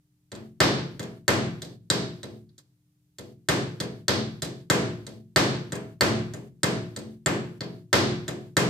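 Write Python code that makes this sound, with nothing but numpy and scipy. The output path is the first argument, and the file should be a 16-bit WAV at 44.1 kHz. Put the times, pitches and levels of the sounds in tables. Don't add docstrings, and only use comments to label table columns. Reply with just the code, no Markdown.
import sys
import numpy as np
from scipy import signal
from scipy.fft import rfft, irfft
from scipy.io import wavfile

SR = 44100
rng = np.random.default_rng(int(sys.argv[2]) if len(sys.argv) > 2 else 0)


def voltage_ratio(decibels):
    exponent = np.asarray(decibels, float) / 20
    return 10 ** exponent


def master(y):
    cut = np.clip(np.atleast_2d(y).T, -1, 1)
    pcm = np.round(cut * 32767)
    wavfile.write(sys.argv[1], SR, pcm.astype(np.int16))


N = 383611

# (time [s], level [dB], song of the head [dB], brightness [dB])
BLOWS = [(0.3175, -35.5, -2.5, -5), (0.6039, 0, 2.5, -2), (0.9944, -30, -2.5, -3.5), (1.28, -3.5, -1.5, -1),
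         (1.6194, -37, 6, 3.5), (1.9014, -11, 4.5, 1), (2.2312, -35, 1, -4), (2.4915, -63, 11, -10.5),
         (2.5797, -53, 9, 10.5), (3.1846, -37.5, 1, 0.5), (3.487, -7.5, -0.5, 0), (3.802, -24.5, -1, -3),
         (4.0821, -9, 4.5, -1), (4.4209, -26, 3, 3), (4.7, -4.5, -1.5, 0.5), (5.0664, -38, 2.5, 1),
         (5.3612, -1, 1.5, 0), (5.7214, -26, -6.5, -4.5), (6.0093, -3.5, -1, -0.5),
         (6.3365, -35, -5.5, 0.5), (6.6327, -9.5, -1, -0.5), (6.963, -33, 0.5, 1), (7.2609, -10, -5, -3),
         (7.607, -29.5, 0.5, -9), (7.9295, -0.5, 2.5, 0), (8.2803, -26, -2.5, -1),
         (8.5681, -4.5, -1.5, 0.5)]
BLOW_S, BLOW_DB, HEAD_SONG_DB, BRIGHT_DB = np.transpose(BLOWS)
# (time [s], level against that tap [dB])
REBOUNDS = [(.3512, -4), (1.0288, -5.5), (1.6485, -11), (3.8365, -18.5), (4.449, -13), (5.7542, -6.5),
            (6.362, -17.5), (6.990, -12), (7.6364, -13), (8.3064, -22)]
AIR_EDGE_HZ = 15400


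def crack():
    # (frequency [Hz], level [dB per Hz])
    crack_colour = [(30, -51), (60, -27), (300, -1.5), (900, -3.5), (2600, -7), (4400, -4), (8200, -13.5),
                    (9600, -19.5), (14500, -13.5), (16000, -23), (17000, -48)]
    whole = click(crack_colour)
    top = signal.sosfilt(signal.butter(2, 8800, "high", fs=SR, output="sos"), whole)
    low = signal.sosfilt(signal.butter(2, 2600, "low", fs=SR, output="sos"), whole)
    middle = whole - top - low
    balanced = voltage_ratio(7.5) * middle + voltage_ratio(-5.0) * top + voltage_ratio(15) * low
    each_blow = np.tile(balanced, (len(BLOWS), 1))
    return strike(BLOW_DB, coloured(each_blow), REBOUNDS)


def tick():
    # (frequency [Hz], level [dB], t60 [s])
    tick_modes = [(1723, -9, 0.0082), (3430, -7, 0.012), (3880, -5.5, 0.011), (4446, -0.5, 0.008),
                  (4960, 0, 0.0041), (6170, 0.5, 0.0041), (7454, 1, 0.0067), (8020, 2.5, 0.0039),
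                  (10680, -12, 0.0058), (12050, -12, 0.0073), (14000, -9, .004), (15800, -18, .003)]
    ticks = uneven(ring(tick_modes, seconds=0.02, rise_s=0.00086), spread_db=2.5)
    return strike(BLOW_DB + head_share_db() + 15.5, coloured(ticks), REBOUNDS)


def steel_ring():
    # (frequency [Hz], level [dB], t60 [s])
    low_modes = [(1030, -1.5, 0.048), (1342, 3.5, 0.11), (1573, 8, 0.11), (1786, 12.5, 0.059),
                 (2075, 8, 0.067)]
    # (frequency [Hz], level [dB], t60 [s])
    head_modes = [(3000, -19, 0.06), (4020, -4.5, 0.1), (4410, -6, 0.1), (4900, -11, 0.15),
                  (5700, -25, .04), (5940, -26.5, 0.046), (6200, -13, 0.054), (6950, 7, 0.028),
                  (8200, -24.5, .06), (10400, -12, 0.16), (12800, -24, .08)]
    low = uneven(ring(low_modes, seconds=0.2, rise_s=0.00099), spread_db=1.5)
    head = uneven(ring(head_modes, seconds=0.2, rise_s=0.00047), spread_db=2.5)
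    low_rings = strike(BLOW_DB - 22.5, low)
    return low_rings + strike(BLOW_DB + head_share_db() - 7.5, coloured(head), REBOUNDS)


def knock():
    # (frequency [Hz], level [dB per Hz])
    knock_colour = [(30, -58.5), (45, -36), (60, -13.5), (130, 2.5), (450, -5), (800, -12), (1500, -22),
                    (3000, -45), (8000, -81.5)]
    each_blow = np.tile(click(knock_colour), (len(BLOWS), 1))
    return strike(BLOW_DB + thud_share_db() + 24, each_blow)


def wood_thud():
    # (frequency [Hz], level [dB], t60 [s])
    thud_modes = [(67, -17.5, 0.99), (88.1, -14.5, 0.32), (112, -9.5, 0.81), (131.7, -5.5, 0.98),
                  (139.4, -5.5, 0.53), (154, -13, 0.96), (177.5, -1, 0.5), (211.2, -6.5, .4),
                  (220.6, 0, 0.41), (252, -19, 0.14), (273, -9.5, 0.13), (296.7, -4, 0.35),
                  (337, -2.5, 0.11), (359, -3.5, 0.48), (407.5, 1.5, 0.18), (438.4, -2, 0.27),
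                   (492.3, -6.5, 0.3), (570, -18.5, 0.065), (573.2, -8, 0.069), (616, -3, 0.087),
                   (649, -5.5, 0.34), (723, -9.5, 0.24), (960, -22, .1)]
    thuds = uneven(ring(thud_modes, seconds=0.9, rise_s=0.01), spread_db=2.5)
    return strike(BLOW_DB + thud_share_db() - 1.0, thuds)


def head_share_db():
    return share(hard_db=-19.5, per_db=0.85, most_db=-6)


def thud_share_db():
    touch_below_db, touch_db = -45, -12.5
    return share(hard_db=-21.5, per_db=0.4, most_db=-8) + touch_db * (BLOW_DB < touch_below_db)


def share(hard_db, per_db, most_db):
    return np.minimum(hard_db - per_db * BLOW_DB, most_db)


def coloured(sounds, size=512):
    head_band_hz = 2700, 3700, 5200, 6900
    hz = abs(np.fft.fftfreq(size, 1 / SR))
    gain_db = np.array([np.interp(hz, head_band_hz, (0, song_db, song_db, bright_db))
                        for song_db, bright_db in zip(HEAD_SONG_DB, BRIGHT_DB)])
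    return signal.oaconvolve(sounds, causal(gain_db), axes=1)[:, :sounds.shape[1]]


def uneven(modes, spread_db):
    return voltage_ratio(spread_db * rng.standard_normal((len(BLOWS), len(modes)))) @ modes


def strike(db, sounds, hops=()):
    out = np.zeros(N + sounds.shape[1])
    loud = voltage_ratio(db)[:, None] * sounds
    for s, sound in zip(BLOW_S, loud):
        out[round(s * SR):][:len(sound)] += sound
    for s, hop_db in hops:
        tap = loud[np.searchsorted(BLOW_S, s) - 1]
        out[round(s * SR):][:len(tap)] += voltage_ratio(hop_db) * tap
    return out[:N]


def ring(modes, seconds, rise_s):
    hz, db, t60 = np.transpose(modes)[:, :, None]
    t = np.arange(int(seconds * SR)) / SR
    return voltage_ratio(db - 60 * t / t60) * np.sin(2 * np.pi * hz * t) * (1 - np.exp(-t / rise_s))


def click(spectrum, size=4096):
    return unit(causal(read(spectrum, abs(np.fft.fftfreq(size, 1 / SR)))))


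def causal(gain_db):
    log_gain = np.log(voltage_ratio(np.maximum(gain_db, -100)))
    response = np.fft.ifft(np.exp(log_gain - 1j * signal.hilbert(log_gain).imag)).real
    return response[..., :gain_db.shape[-1] // 2]


def read(points, hz):
    f, value = np.transpose(points)
    return np.interp(np.log(hz + 1), np.log(f + 1), value)


def unit(x):
    return x / np.linalg.norm(x)


def direct(x):
    # (start [s], end [s], level [dB])
    echoes = [
        (.0012, 0.004, -8),
        (.003, 0.0111, -2),
        (.011, .03, -11.5),
    ]
    echoes_per_s, right_lag = 1500, 1
    t = np.arange(SR // 20) / SR
    taps = rng.standard_normal((2, len(t))) * (rng.random((2, len(t))) < echoes_per_s / SR)
    paths = sum(voltage_ratio(db) * np.sqrt(2) * unit(taps * (t > start) * (t < end)) for start, end, db in echoes)
    paths[[0, 1], [0, right_lag]] = 1
    return signal.oaconvolve(x[None], paths, axes=1)[:, :N]


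def shop(x):
    # (frequency [Hz], t60 [s])
    shop_t60 = [(60, .8), (250, 0.58), (450, 0.5), (800, 0.42), (1500, 0.46), (4000, 0.45), (8000, 0.37),
                (16000, 0.16)]
    t = np.arange(SR // 64 + 4) * 64 / SR
    hz = np.fft.rfftfreq(256, 1 / SR)[:, None]
    decay = voltage_ratio(-60 * t / read(shop_t60, hz)) * (hz < AIR_EDGE_HZ)
    swell = 1 - np.exp(-np.arange(SR) / SR / 0.0052)
    common = unit(pair(decay, SR, size=256) * swell)
    blow = np.searchsorted(BLOW_S, np.arange(N) / SR + 0.0009)
    out = np.zeros((2, N))
    for k in range(3):
        tail = unit(common + 0.83 * unit(pair(decay, SR, size=256) * swell))
        out += signal.fftconvolve((x * (blow % 3 == k))[None], tail, axes=1)[:, :N]
    return out


def pair(shape, count, size):
    # (frequency [Hz], left-right likeness [-1 to 1])
    likeness = [(60, 0.99), (180, 0.93), (550, 0.65), (1650, -0.17), (4970, 0.0071), (15000, -0.29)]
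    a, b, c, d = rng.standard_normal((4,) + shape.shape)
    same = np.clip(read(likeness, np.fft.rfftfreq(size, 1 / SR)), -1, 1)[:, None]
    left = a + 1j * b
    right = same * left + np.sqrt(1 - same ** 2) * (c + 1j * d)
    z = np.array([left, right])
    return signal.istft(z * shape, nperseg=size, noverlap=size * 3 // 4)[1][:, :count]


def room_tone():
    # (frequency [Hz], level [dB per Hz])
    tone_colour = [(18, -45), (30, -18), (142, 3), (235, -14.5), (350, -18), (1270, -20), (8310, -19),
                   (15000, -19.5)]
    # (frequency [Hz], level [dB rms])
    hum_lines = [(129.2, -74.5), (150.7, -81.5), (172.3, -78), (199.2, -91), (300, -74.5), (398.4, -91)]
    colour = voltage_ratio(read(tone_colour, np.fft.rfftfreq(2048, 1 / SR)))
    noise = pair(np.tile(colour[:, None], N // 512 + 5), N, size=2048)
    t = np.arange(N) / SR
    hum = sum(voltage_ratio(db) * np.sqrt(2) * np.sin(2 * np.pi * (hz * t + rng.random())) for hz, db in hum_lines)
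    return voltage_ratio(-67.5) * noise / noise.std() + hum


def scene():
    cracks, ticks, steel = crack(), tick(), steel_ring()
    knocks, wood = knock(), wood_thud()
    near = direct(voltage_ratio(-11.0) * cracks + steel + ticks) + voltage_ratio(-11.0) * knocks + voltage_ratio(-8.0) * wood
    to_walls = voltage_ratio(10.5) * cracks + voltage_ratio(-15.0) * steel + voltage_ratio(-11) * ticks
    to_walls += voltage_ratio(13.0) * knocks + voltage_ratio(0.8) * wood
    return near + shop(to_walls) + room_tone()


def gain_control(x):
    power_db = 10 * np.log10(signal.lfilter([.02], [1, -.98], (x ** 2).mean(0)) + 1e-12)
    fall = np.arange(N) * 89.0 / SR
    held_db = np.maximum.accumulate(power_db + fall) - fall
    cut_db = .5 * np.maximum(held_db + 24, 0)
    grip = np.exp(-1 / (0.0016 * SR))
    cut_db = signal.lfilter([1 - grip], [1, -grip], cut_db)
    bass = signal.sosfilt(signal.butter(1, 500, fs=SR, output="sos"), x)
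    return bass * voltage_ratio(-.7 * cut_db) + (x - bass) * voltage_ratio(-cut_db)


def gated(x):
    from_hz, threshold_db, slope, depth_db = 330, -53.5, 1.6, 10
    upper = x - signal.sosfiltfilt(signal.butter(2, from_hz, fs=SR, output="sos"), x)
    power_db = 10 * np.log10(signal.lfilter([.002], [1, -.998], (upper ** 2).mean(0)) + 1e-12)
    return x - upper + upper * voltage_ratio(-np.clip(slope * (threshold_db - power_db), 0, depth_db))


def microphone_ports(x):
    # (frequency [Hz], left minus right [dB])
    lean = [(60, 3.5), (180, 0.46), (550, -0.4), (1650, 1.5), (4970, -1.66), (15000, -1)]
    hz = np.fft.rfftfreq(2 ** 19, 1 / SR)
    lean_db = read(lean, hz) * np.array([[.5], [-.5]])
    edge_db = -14.5 * np.clip((hz - AIR_EDGE_HZ) / 300, 0, 1)
    return irfft(rfft(x, 2 ** 19) * voltage_ratio(lean_db + edge_db))[:, :N]


def roll_off(x):
    return signal.sosfilt(signal.butter(12, 16860, fs=SR, output="sos"), x)


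def record(dry):
    held = microphone_ports(gated(gain_control(dry)))
    return roll_off(0.97 * np.tanh(held / 0.88))


dry = scene()
out = record(dry)
master(out)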